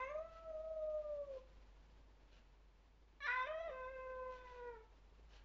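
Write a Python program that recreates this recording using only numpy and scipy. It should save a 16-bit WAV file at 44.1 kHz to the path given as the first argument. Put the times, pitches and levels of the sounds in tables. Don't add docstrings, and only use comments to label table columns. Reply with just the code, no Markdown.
import sys
import numpy as np
from scipy import signal
from scipy.fft import rfft, irfft, next_fast_len
from scipy.io import wavfile

SR = 44100
rng = np.random.default_rng(int(sys.argv[2]) if len(sys.argv) > 2 else 0)


def store_wav(level_fs):
    pcm = np.round(np.clip(np.atleast_2d(level_fs), -1, 1) * 32767)
    wavfile.write(sys.argv[1], SR, pcm.T.astype(np.int16))


N = 240118
TIME = np.arange(N) / SR


# time_s, pitch_hz
FIRST_PITCH = [(0, 511), (.07, 537), (.11, 589.9), (.19, 626.7), (.25, 658.6), (.44, 654.8), (.56, 622.9),
               (.69, 641), (.82, 622.3), (1, 608.6), (1.13, 591), (1.22, 573.2), (1.31, 544.4), (1.44, 487)]
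# time_s, effort_db, tilt_db_per_octave, opening (0-1), roughness (0-1), high_partials_db
FIRST_VOICE = [(0, -48, 5.5, 0.16, 0.32, -76.5), (.07, -45.5, 3.5, 0, 0.15, -78.5),
               (.15, -40.5, -10, 0, 0.19, -83.5), (.33, -44.5, -13.5, 0.65, 0, -93),
               (.55, -43.5, -15, 0.03, 0.15, -92.5), (.9, -39.5, -20, 0.13, 0.08, -88.5),
               (1.22, -42.5, -16.5, 0.03, 0.05, -100), (1.385, -49, -17.5, 0, 0.36, -102),
               (1.45, -67.5, -9, 0.13, .26, -103)]
FIRST_PARTIALS = [-3.5, 2, -6, -0.5, -8.5]

def first_yowl():
    return yowl(FIRST_PITCH, FIRST_VOICE, FIRST_PARTIALS, sheen_hz=6390, sheen_db=-8.5)


# time_s, pitch_hz
SECOND_PITCH = [(3.2, 592), (3.225, 551.5), (3.245, 581.3), (3.263, 591), (3.28, 479), (3.36, 514.5),
                (3.41, 510.3), (3.455, 528), (3.48, 602.5), (3.535, 634), (3.58, 637.6), (3.61, 668.4),
                (3.632, 647), (3.655, 678.6), (3.695, 604.4), (3.715, 522.8), (3.86, 510.4), (3.91, 531.6),
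                (3.97, 520), (4.32, 510), (4.69, 482.2), (4.78, 440.7), (4.89, 431)]
# time_s, effort_db, tilt_db_per_octave, opening (0-1), roughness (0-1), high_partials_db
SECOND_VOICE = [(3.203, -53, 0, 0.76, 0.027, -68), (3.25, -43.5, -1, 0.79, 0.082, -53),
                (3.315, -39.5, 0.5, 0.78, .27, -72.5), (3.359, -45, -0.5, 0.69, 0.34, -71),
                (3.415, -40.5, -0.5, 0.48, 0.22, -62.5), (3.442, -49, 3.5, .16, 0.37, -64.5),
                (3.509, -40, -3, .06, 0.14, -73.5), (3.665, -40, -4.5, 0.15, 0.077, -64),
                (3.707, -42.5, -6, 0.099, 0.19, -77), (3.781, -47, -1, 0.096, .09, -81.5),
                (4.301, -44.5, -5.5, 0.063, 0.13, -94), (4.48, -53, -2, 0.17, 0.36, -82.5),
                (4.682, -43, -6, 0.15, 0.15, -99), (4.886, -63.5, -5.5, 0.12, 0.52, -100)]
SECOND_PARTIALS = [-5, -3, .8, -3, -0.5]
# time_s, added_roughness (0-1)
BREAKS = [(3.276, 0.35), (3.469, 0.36), (3.691, 0)]

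def second_yowl(crack_s=0.013):
    cracks = sum(bell(TIME, s, crack_s, extra) for s, extra in BREAKS)
    return yowl(SECOND_PITCH, SECOND_VOICE, SECOND_PARTIALS, sheen_hz=5720, sheen_db=-20, cracks=cracks)


# frequency_hz, gain_db
THROAT = [(2150, -2), (2550, -4), (2800, -16), (3100, -14.5), (3350, -5), (3620, 0.5), (3900, -9.5),
          (4400, -31.5), (5200, -27), (6000, -43.5)]
# frequency_hz, gain_db
RASP_COLOUR = [(300, -48.5), (700, -28.5), (1100, -8), (1600, -0.5), (2300, -6.5), (3100, -12.5),
               (3900, -9.5), (4300, -27.5), (4800, -20), (5900, -23), (6600, -40), (7400, -33)]

def yowl(pitch, voicing, partials_db, sheen_hz, sheen_db, cracks=0):
    jitter, tremor, shimmer = 0.024, 0.0022, 0.43
    rise_s, fade_s = 0.002, 0.067
    pitch_hz, effort_db, tilt_db, opening, rough, high_db = curves(pitch) + curves(voicing)
    rough = np.clip(rough + cracks, 0, 1)
    throat_scale = 0.95 + 0.15 * opening
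    cycles = np.cumsum(pitch_hz * (1 + jitter * rough * wander(110) + tremor * wander(52))) / SR
    strength = 1 + shimmer * rough * wander(140)
    voice = np.zeros(N)
    for k in range(1, 15):
        hz = k * pitch_hz
        if k <= len(partials_db):
            folds_db = effort_db + partials_db[k - 1] + tilt_db * np.log2(k)
            db = folds_db + mouth_db(hz, opening) + standing_waves_db(hz)
        else:
            db = high_db + read(THROAT, hz / throat_scale)
        sheen = bell(hz, sheen_hz, 400, gain_of(high_db + sheen_db))
        flutter_db = (0.8831 + rough) * k ** 0.71 * wander(38)
        level = (gain_of(db) + sheen) * gain_of(flutter_db)
        voice += level * np.sqrt(2) * np.sin(2 * np.pi * (k * cycles + rng.random()))
    puffs = 1 + 0.24 * np.cos(2 * np.pi * cycles)
    rasp_db = effort_db - 17 + 15.5 * opening + tilt_db
    rasp = rough * gain_of(rasp_db) * noise(RASP_COLOUR) * puffs
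    rise = np.clip((TIME - voicing[0][0]) / rise_s, 0, 1)
    fade = np.clip((voicing[-1][0] - TIME) / fade_s, 0, 1)
    return (voice * strength + rasp) * (rise * fade) ** 2


def mouth_db(hz, opening, shut_hz=508, open_hz=1544, width_hz=163.6):
    centre_hz = shut_hz + (open_hz - shut_hz) * opening
    main_db = -10 * np.log10(1 + ((hz - centre_hz) / width_hz) ** 2)
    second_db = opening * bell(hz, 2130, 280, 13)
    nasal_db = bell(hz, 2600, 27, 2.1)
    return main_db + second_db + nasal_db


# frequency_hz, half_width_hz, gain_db
STANDING_WAVES = [(500, 7, -6.5), (558.8, 8, -9.5), (604.5, 2.6, -11), (597.6, 3.5, -5), (607.4, 6.5, 1.5),
                  (632.3, 1.8, -8.5), (655, 7.4, -7.5), (1019.4, 14.2, 5.5), (1110, 57, -8), (1710, 89, 3)]

def standing_waves_db(hz):
    return sum(bell(hz, *wave) for wave in STANDING_WAVES)


# centre_s, level_db
RUSTLES = [(.355, -73.5), (1.355, -75), (2.354, -74), (3.358, -77), (4.348, -71), (4.489, -74.5),
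           (4.572, -77), (5.35, -69)]
# frequency_hz, gain_db
RUSTLE_COLOUR = [(200, -20.5), (550, 8.5), (780, 2.5), (1150, -4.5), (1570, 3.5), (2100, -6), (2500, 1.5),
                 (2900, 2.5), (3600, -3.5), (4300, -2.5), (5000, -8.5), (6000, -8.5), (7400, -19)]

def rustles(half_s=0.0495, grain_db=2):
    level = sum(gain_of(db) * np.exp(-np.abs((TIME - s) / half_s) ** 3) for s, db in RUSTLES)
    return level * noise(RUSTLE_COLOUR) * gain_of(grain_db * wander(230))


# start_s, level_db, pitch_hz
KNOCKS = [(5.125, -62, 436), (5.196, -56.5, 420)]

def knocks(t60_s=0.018):
    out = np.zeros(N)
    for start_s, level_db, pitch_hz in KNOCKS:
        age = np.clip(TIME - start_s, 0, 1)
        out += gain_of(level_db - 60 * age / t60_s) * np.sin(2 * np.pi * pitch_hz * age)
    return out


# frequency_hz, t60_s
REVERB_DECAY = [(250, 0.12), (600, 0.54), (1100, 0.41), (1700, 0.36), (3500, 0.22), (7000, 0.13)]
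# frequency_hz, gain_db
REVERB_LEVEL = [(500, -17.5), (680, -15.5), (1050, -9.5), (1500, -8.5), (2200, -5.5), (6000, -7)]

def kitchen(direct, echoes_per_s=3000, gap_s=0.005):
    length = SR // 2
    echoes = rng.standard_normal(length) * (rng.random(length) < echoes_per_s / SR)
    hz, t, bands = signal.stft(echoes * (TIME[:length] > gap_s), SR, nperseg=256)
    decay = gain_of(-60 * t / read(REVERB_DECAY, hz)[:, None])
    _, tail = signal.istft(bands * decay, SR, nperseg=256)
    wet = signal.fftconvolve(direct, tail / np.linalg.norm(tail))
    colour = gain_of(read(REVERB_LEVEL, np.fft.rfftfreq(len(wet), 1 / SR)))
    return direct + irfft(rfft(wet) * colour)[:N]


# frequency_hz, gain_db
AIR_COLOUR = [(20, -1.5), (70, -6.5), (120, -13), (170, -14), (250, -13.5), (350, -15), (480, -15),
              (750, -19), (920, -17), (1300, -23), (2700, -26), (4900, -32.5), (7400, -39.5)]
# time_s, air_gain_db, hum_gain_db
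SWELL = [(0, 3, 0), (1.7, 3.5, 1), (3.1, 0, -4), (3.7, 3.5, 0), (4.4, 3.5, 1), (4.9, 2, -2), (5.25, 2, 2)]

def room_tone(hum_hz=49.34, hum_db=-65, third_db=-23, waver=0.034, throb=0.13, air_db=-73):
    air_swell_db, hum_swell_db = curves(SWELL)
    phase = 2 * np.pi * np.cumsum(hum_hz * (1 + waver * wander(4))) / SR
    hum = unit_rms(np.sin(phase) + gain_of(third_db) * np.sin(3 * phase))
    hum *= gain_of(hum_db + hum_swell_db) * (1 + throb * wander(52))
    air = gain_of(air_db + air_swell_db + wander(27)) * noise(AIR_COLOUR)
    return hum + air


def gain_of(db):
    return 10 ** (np.asarray(db) / 20)


def unit_rms(x):
    return x / np.sqrt(np.mean(x ** 2) + 1e-20)


def bell(x, centre, half_width, height):
    return height * np.exp(-((x - centre) / half_width) ** 2)


def read(points, hz):
    points_hz, values = np.transpose(points)
    return np.interp(np.log(hz + 1), np.log(points_hz + 1), values)


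def curves(rows):
    time_s, *columns = np.transpose(rows)
    return [np.interp(TIME, time_s, column) for column in columns]


def shaped_noise(gain_at):
    size = next_fast_len(N, real=True)
    spectrum = rfft(rng.standard_normal(size)) * gain_at(np.fft.rfftfreq(size, 1 / SR))
    return unit_rms(irfft(spectrum)[:N])


def noise(colour):
    return shaped_noise(lambda hz: gain_of(read(colour, hz)))


def wander(rate_hz):
    return shaped_noise(lambda hz: 1 / (1 + (hz / rate_hz) ** 4))


def scene():
    sources = first_yowl() + second_yowl() + rustles() + knocks()
    return (kitchen(sources) + room_tone())[None]


def record(dry):
    lowpass = signal.firwin(511, 7520, window=("kaiser", 9), fs=SR)
    return signal.oaconvolve(dry, lowpass[None], "same")


dry = scene()
out = record(dry)
store_wav(out)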